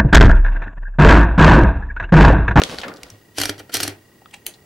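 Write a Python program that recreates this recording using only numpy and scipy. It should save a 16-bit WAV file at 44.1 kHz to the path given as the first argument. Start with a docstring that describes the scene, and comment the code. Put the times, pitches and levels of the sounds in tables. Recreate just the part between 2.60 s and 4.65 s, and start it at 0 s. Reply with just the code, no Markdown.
"""A manual typewriter's roller is turned twice: a spring catch scrapes over a toothed wheel, snaps
into each notch and shakes the carriage and the desk. Before that, knocks and rustle of handling die
away. Afterwards a hand taps and brushes the machine, and a steel lever clicks once. It is all heard
in a small room through a hand-held camera, which adds a faint buzz and whine."""
import sys
import numpy as np
from scipy import signal
from scipy.fft import rfft, irfft, next_fast_len
from scipy.io import wavfile
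from scipy.ndimage import map_coordinates

SR = 44100
rng = np.random.default_rng(int(sys.argv[2]) if len(sys.argv) > 2 else 0)


def dump_mix(stems):
    """Bounce the given channels to the path in sys.argv[1] as a 16-bit WAV at rate SR."""
    frames = np.atleast_2d(stems).T  # one column per channel
    limited = np.clip(frames, -1, 1)  # hard clip at full scale
    pcm = np.round(limited * 32767).astype(np.int16)
    wavfile.write(sys.argv[1], SR, pcm)


N = 90449


def amp(db):
    """Turn decibels into a gain."""
    return 10 ** (np.asarray(db) / 20)


def along(points, hz):
    """Read a curve of (pitch_hz, value) points at hz, on a log pitch scale."""
    pitches, values = np.transpose(points)
    return np.interp(np.log(hz + 1), np.log(pitches + 1), values)


def gains(rows):
    """One gain curve for each level column, silent outside the rows' times."""
    times, *levels = np.transpose(rows)
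    return [amp(np.interp(since(0), times, db, left=-120, right=-120)) for db in levels]


def since(start):
    """Seconds since start, zero before it."""
    return np.maximum(np.arange(N) / SR - start, 0)


def blow(start, rise, fade):
    """Loudness of a hit: a straight rise, then a fall of 60 dB every fade seconds."""
    return np.minimum(since(start) / rise, 1) * 1000 ** (-since(start + rise) / fade)


def filtered(x, response):
    """Scale each frequency in x by response(hz)."""
    size = next_fast_len(N + SR // 2)
    return irfft(rfft(x, size) * response(np.fft.rfftfreq(size, 1 / SR)), size)[..., :N]


def resonance(f, hz, width):
    """A filter curve that passes only pitches near hz."""
    return 1j * f * width / (hz * hz - f * f + 1j * f * width)


def resonate(x, peaks):
    """A sound plus the ringing it stirs up at each peak."""
    return filtered(x, lambda f: 1 + sum(amp(db) * resonance(f, hz, width) for hz, width, db in peaks))


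def noise(colour, side_db):
    """Stereo noise of strength 1, shaped by colour(hz); more side_db makes it wider."""
    mid, side = filtered(rng.standard_normal((2, N)), colour)
    return unit(np.array([mid + amp(side_db) * side, mid - amp(side_db) * side]))


def unit(x):
    """Scale to an average strength (rms) of 1."""
    return x / np.sqrt(np.mean(x ** 2) + 1e-20)


def grain(rate_hz, depth_db):
    """The fast, random flutter in level of rubbing surfaces."""
    wobble = map_coordinates(rng.standard_normal(N), [np.arange(N) * rate_hz / SR], order=1)
    return unit(amp(depth_db * wobble))


def ring(tones, start, rise):
    """Fading tones of a struck object, their levels a little different each time."""
    return sum(amp(db + rng.standard_normal()) * blow(start, rise, fade)
               * np.sin(2 * np.pi * hz * since(start)) for hz, db, fade in tones)


def pan(x, balance_db):
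    """Make the left side louder than the right by balance_db."""
    return x * amp([[balance_db / 2], [-balance_db / 2]])


# how long the room echoes: pitch_hz, fade_s
ROOM_FADES = [(100, 0.71), (400, 0.3), (1500, 0.16), (4000, 0.19), (9000, 0.15), (15000, 0.091)]
def room(x, wet_db, side_db):
    """Add the echo from the walls; high pitches die first."""
    hz, t, spectrum = signal.stft(rng.standard_normal((2, SR // 2)), SR, nperseg=256)
    fading = 1000 ** (-t / along(ROOM_FADES, hz)[:, None])
    mid, side = signal.istft(spectrum * fading, SR, nperseg=256)[1]
    tail = np.array([mid + amp(side_db) * side, mid - amp(side_db) * side])
    tail = np.pad(tail / np.linalg.norm(tail[0]), ((0, 0), (130, 0)))  # arrives 3 ms late
    return x + amp(wet_db) * signal.fftconvolve(x.mean(0)[None], tail, axes=1)[:, :N]


# tone of the room's rumble and hiss: pitch_hz, level_db
HISS_TONE = [(25, -16.5), (60, -10.5), (110, -1), (170, -5), (350, -4.5), (575, -14), (860, -16),
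             (1300, -21.5), (2500, -25), (4600, -26.5), (13000, -29.5), (16000, -29)]
# tones in the camera's buzz: pitch_hz, level_db
BUZZ_TONES = [(1905, -2.5), (2800, -12), (4800, -14)]
def background(frame_rate_hz=30, wander_hz=20.7):
    """Room rumble and hiss, a buzz pulsing at the camera's frame rate, and a thin whine."""
    t = since(0)
    pulse = (1 + np.cos(2 * np.pi * frame_rate_hz * (t - 1.4555))) / 2
    drift = np.cumsum(rng.standard_normal(N)) * np.sqrt(2 * np.pi * wander_hz / SR)
    buzz = unit(pulse * sum(amp(db) * np.sin(2 * np.pi * hz * t + drift) for hz, db in BUZZ_TONES))
    whine = noise(lambda f: resonance(f, hz=15698, width=25), side_db=-25)
    hiss = noise(lambda f: amp(along(HISS_TONE, f)), side_db=-8.5)
    return amp(-52.5) * hiss + amp(-62.5) * buzz + amp(-71) * whine


# loudness of the rustle: time_s, body_db, treble_db
RUSTLE_LEVELS = [(0, -34.5, -53), (.05, -33.5, -35), (.08, -42.5, -39), (.12, -31.5, -33.5),
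                 (.17, -41, -43.5), (.195, -44, -33.5), (.225, -41, -45), (.25, -34, -58),
                 (.32, -38, -59.5), (.42, -48.5, -57.5), (.445, -45.5, -49.5), (.52, -53.5, -56),
                 (.62, -70, -63.5)]
# tone of its low body and of its treble: pitch_hz, level_db
BODY_TONE = [(60, -18), (200, -0.5), (600, 0.5), (900, -8), (1400, -7.5), (2500, -22.5), (6000, -39)]
TREBLE_TONE = [(500, 5), (2000, -1), (3400, 2), (4800, -0.5), (7000, -9.5), (12000, -14), (15500, -68)]
def rustle():
    """Handling rubs surfaces together, making a low and a high grainy noise."""
    body, treble = gains(RUSTLE_LEVELS)
    body *= grain(rate_hz=150, depth_db=3.5)
    treble *= grain(rate_hz=570, depth_db=3.5)
    return (body * noise(lambda f: amp(along(BODY_TONE, f)), side_db=-16.5)
            + treble * noise(lambda f: amp(along(TREBLE_TONE, f)), side_db=-22))


# knocks and touches: start_s, level_db, rise_s, fade_s, low_hz, high_hz, ring_hz
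HAND_KNOCKS = [(.002, -24, 0.00033, 0.032, 200, 2550, 1350), (0.0176, -13, 0.00026, 0.019, 300, 4180, 1400),
               (0.0177, -17, 0.00078, 0.015, 200, 2370, 630),
               (0.036, -11, 0.00049, 0.013, 2320, 6260, 3250), (0.0898, -33, .0005, 0.017, 200, 6000, 505),
               (.0952, -24.5, 0.00047, 0.024, 130, 3660, 266), (0.1851, -22, .0004, 0.014, 603, 1780, 1440),
               (0.1857, -22, 0.00045, 0.011, 3000, 4900, 4530),
               (0.215, -29, 0.00067, 0.032, 600, 5040, 3300), (0.232, -24, 0.0026, 0.096, 395, 3030, 1770),
               (.278, -33.5, 0.0049, 0.082, 400, 3780, 1260), (0.312, -40, .006, 0.044, 494, 2190, 1510),
               (0.2814, -37, 0.00019, 0.021, 4000, 11000, 4700),
               (0.3384, -34, 0.00032, 0.01, 4200, 7600, 4800),
               (0.3615, -44, 0.00054, 0.023, 3800, 7000, 4370),
               (.369, -41.5, 0.00071, .03, 3800, 6700, 4400),
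               (0.4326, -26.5, 0.00016, 0.015, 1490, 9900, 5050),
               (0.5012, -36.5, 0.00072, 0.022, 1210, 11300, 5900),
               (1.658, -41.5, 0.00047, 0.021, 1000, 3000, 3200),
               (1.71, -49, 0.0011, 0.025, 1500, 10000, 3030), (1.937, -46, .003, 0.077, 3000, 6760, 4270)]
def knocks(top_hz=13600):
    """Each knock is a burst of noise between a low and a high pitch, with one ringing peak."""
    out = np.zeros((2, N))
    for start, db, rise, fade, low_hz, high_hz, ring_hz in HAND_KNOCKS:
        def colour(f):
            bass_cut = (f / low_hz) ** 2 / np.sqrt(1 + (f / low_hz) ** 4)
            treble_cut = 1 / np.sqrt((1 + (f / high_hz) ** 6) * (1 + (f / top_hz) ** 30))
            return bass_cut * treble_cut * (1 + amp(9) * resonance(f, ring_hz, 0.12 * ring_hz))
        out += amp(db) * blow(start, rise, fade) * noise(colour, side_db=-16)
    return out


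# thuds and taps: start_s, level_db, pitch_hz, fade_s
HAND_THUDS = [(0.0129, -27, 173, 0.099), (.0185, -10.5, 570, 0.012), (0.0947, -22.5, 272, 0.02),
              (0.434, -46, 60, 0.25), (0.437, -51, 208, 0.15), (1.6188, -41.5, 790, 0.022),
              (1.6582, -36.5, 1290, 0.023)]
def thuds():
    """Whatever is knocked or tapped rings briefly at one pitch."""
    return sum(ring([(hz, db, fade)], start, rise=0.0011) for start, db, hz, fade in HAND_THUDS)


def desk_bump(start=0.512, pitch_hz=103.5):
    """A soft bump makes the desk give one low note."""
    return amp(-39.5) * blow(start, rise=0.018, fade=0.23) * np.sin(2 * np.pi * pitch_hz * since(start))


# snaps of the catch: start_s, level_db, rise_s, fade_s, thump_offset_db, tilt_db_per_octave
CATCH_SNAPS = [(0.7828, -15, .001, 0.032, 1.5, -1), (.8000, -18, 0.0011, 0.025, 9.5, -0.5),
               (0.8146, -12, 0.0009, 0.021, -7, 1), (0.8343, -17, 0.00079, 0.026, -2, 0),
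               (0.8542, -18, 0.0024, 0.021, 2, 0), (0.8932, -16, 0.0022, 0.017, 4, -2.5),
               (0.98, -38, .001, 0.023, 11, -2), (.9995, -31.5, 0.0007, 0.047, 8.5, -7),
               (1.0934, -35, 0.0021, 0.063, -8, -6), (1.1403, -13.5, .0006, 0.042, -4.5, 7),
               (1.1464, -17.5, 0.0012, 0.021, -16, -2.5), (1.1508, -18, 0.0019, 0.033, -26, 1),
               (1.1677, -16.5, 0.0014, 0.021, 3, 1), (1.2022, -17.5, 0.00095, 0.032, -3, 0),
               (1.2080, -18, 0.00078, 0.0066, -3, 16), (1.229, -15.5, 0.0033, 0.04, 3, 3),
               (1.2510, -23, 0.0015, 0.0089, -2, -9.5), (1.2771, -16, 0.002, 0.013, 4.5, 1)]
# loudness of the scrape, one list for each turn: time_s, level_db
TURN_LEVELS = [
    [(.745, -60), (.764, -45.5), (.778, -29.5), (.79, -29), (.84, -28.5), (.88, -37), (.9, -27),
     (.925, -69), (.975, -59), (.997, -36.5), (1.02, -71)],
    [(1.118, -45.5), (1.14, -26), (1.16, -24.5), (1.185, -34), (1.225, -30.5), (1.27, -35.5), (1.3, -40.5),
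     (1.36, -75)],
]
# tone of a snap and of the scrape: pitch_hz, level_db
SNAP_TONE = [(120, -37), (300, -6), (480, -2.5), (720, 1), (1000, -11.5), (1450, 2.5), (2500, -4.5),
             (3300, -3.5), (5700, -1), (6700, -7.5), (8200, -4.5), (11500, -5), (15500, -23)]
SCRAPE_TONE = [(120, -14), (330, 2.5), (700, -16), (1000, -7), (1500, -2), (4700, -2.5), (7000, -6.5),
               (11500, -7), (13500, -12), (15500, -21)]
# where the carriage rings: pitch_hz, width_hz, level_db
CARRIAGE_PEAKS = [(1413, 60, -5), (1940, 96, -1.5), (2370, 25, 3), (2900, 92, -2.5), (3150, 240, 4),
                  (4310, 130, 4.5), (4720, 110, 3), (5800, 160, 3)]
# low notes of the frame and desk: pitch_hz, level_db, fade_s
FRAME_TONES = [(100.3, -22.5, 0.32), (293.8, -16, 0.13), (328, -31, .14), (401.6, -24, 0.19)]
def roller():
    """The catch scrapes up each tooth and snaps down; the carriage rings and the frame thumps."""
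    contact, thump, hits = np.zeros((2, N)), np.zeros(N), []
    for start, db, rise, fade, thump_db, tilt in CATCH_SNAPS:
        colour = lambda f: amp(along(SNAP_TONE, f) + tilt * np.log2((f + 100) / 4000))
        contact += amp(db) * blow(start, rise, fade) * noise(colour, side_db=-16.5)
        thump += amp(db + thump_db) * ring(FRAME_TONES, start, rise=0.0041)
        hits.append((start, db + thump_db / 2))
    pressure = sum(gains(turn)[0] for turn in TURN_LEVELS) * grain(rate_hz=460, depth_db=0.5)
    contact += amp(-1.5) * pressure * noise(lambda f: amp(along(SCRAPE_TONE, f)), side_db=-15)
    contact *= grain(rate_hz=3200, depth_db=0.5)
    carriage = amp(-1.5) * resonate(contact, CARRIAGE_PEAKS)
    return room(carriage, wet_db=-14, side_db=-7) + thump + amp(-18.5) * clatter(hits)


# tone of the shaken machine: pitch_hz, level_db
CLATTER_TONE = [(120, -3), (200, -23), (300, 8), (410, 6.5), (480, -2), (640, 0), (830, -1), (1050, -13),
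                (1450, -5), (2700, -9), (6000, -25), (15000, -27)]
def clatter(hits):
    """Many plates and rods ring together in a blur after each hit (start_s, level_db)."""
    power = sum((amp(db) * blow(start, rise=0.0058, fade=0.25)) ** 2 for start, db in hits)
    return np.sqrt(power) * noise(lambda f: amp(along(CLATTER_TONE, f)), side_db=-8.5)


# loudness of the hand's rub: time_s, level_db
RUB_LEVELS = [(1.72, -73), (1.737, -44.5), (1.743, -35), (1.747, -39.5), (1.753, -56), (1.77, -56)]
# tone of the rub: pitch_hz, level_db
RUB_TONE = [(300, -18), (800, -0.5), (1300, -7), (2600, 4.5), (5500, -9.5), (8000, -5.5), (15000, -24)]
# where the rubbed metal rings: pitch_hz, width_hz, level_db
METAL_PEAKS = [(818, 31, 18), (2176, 28, 4.5), (2750, 61, 3.9)]
def hand_brush():
    """A short rub sets the machine's metal ringing."""
    rub = gains(RUB_LEVELS)[0] * noise(lambda f: amp(along(RUB_TONE, f)), side_db=-18)
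    return pan(room(resonate(rub, METAL_PEAKS), wet_db=-11.5, side_db=-10), balance_db=-1.0)


# tone of the lever's click: pitch_hz, level_db
LEVER_TONE = [(200, -29), (700, 1), (1200, -18), (2000, 0.5), (4300, -2.5), (5200, -11.5), (6800, 0),
              (7800, -5.5), (9400, 0.5), (11700, -5), (12800, -14), (14200, 2.5), (15500, -7.5)]
# where its steel rings: pitch_hz, width_hz, level_db
STEEL_PEAKS = [(2400, 39, 16), (2980, 260, 8.6), (4160, 300, 8), (5860, 200, 2.2), (9160, 500, 2.2),
               (11940, 400, 9.8), (15100, 350, 8)]
def lever(start=1.8648):
    """A steel lever slides, chatters against its stop and rings, stirring the machine and the room."""
    crack = blow(start, rise=0.00037, fade=0.014)
    bounce = amp(-2.5) * blow(start + 0.0015, rise=0.0003, fade=0.0058)
    slide = amp(-25) * blow(start - 0.006, rise=0.0018, fade=0.13)
    slide *= np.exp(-since(start) / 0.002)  # the stop ends the slide
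    contact = amp(-21) * (crack + bounce + slide) * noise(lambda f: amp(along(LEVER_TONE, f)), -16.5)
    click = resonate(contact, STEEL_PEAKS)
    into_room = contact + 0.3 * click
    echo = room(into_room, wet_db=-6.5, side_db=-10.5) - into_room
    return click + echo + clatter([(start, -42)])


def scene():
    """The typewriter, the handling noises and the background together."""
    typewriter = roller() + hand_brush() + lever()
    handling = room(rustle() + knocks() + thuds(), wet_db=-15, side_db=2.5)
    return typewriter + pan(handling, balance_db=0.4) + desk_bump() + background()


# stereo width of the camera's microphones: pitch_hz, side_db
STEREO_WIDTH = [(40, -18), (150, -11), (300, -4.5), (700, 2), (2400, 7.5), (4400, 2.5), (8000, 8.5),
                (14000, -3)]
def record(dry, top_hz=16150):
    """The camera narrows the stereo at both pitch extremes, widens it between, and cuts above top_hz."""
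    mid = dry.mean(0)
    side = filtered((dry[0] - dry[1]) / 2, lambda hz: amp(along(STEREO_WIDTH, hz)))
    return filtered(np.array([mid + side, mid - side]), lambda hz: 1 / np.sqrt(1 + (hz / top_hz) ** 240))


dry = scene()
out = record(dry)
dump_mix(out)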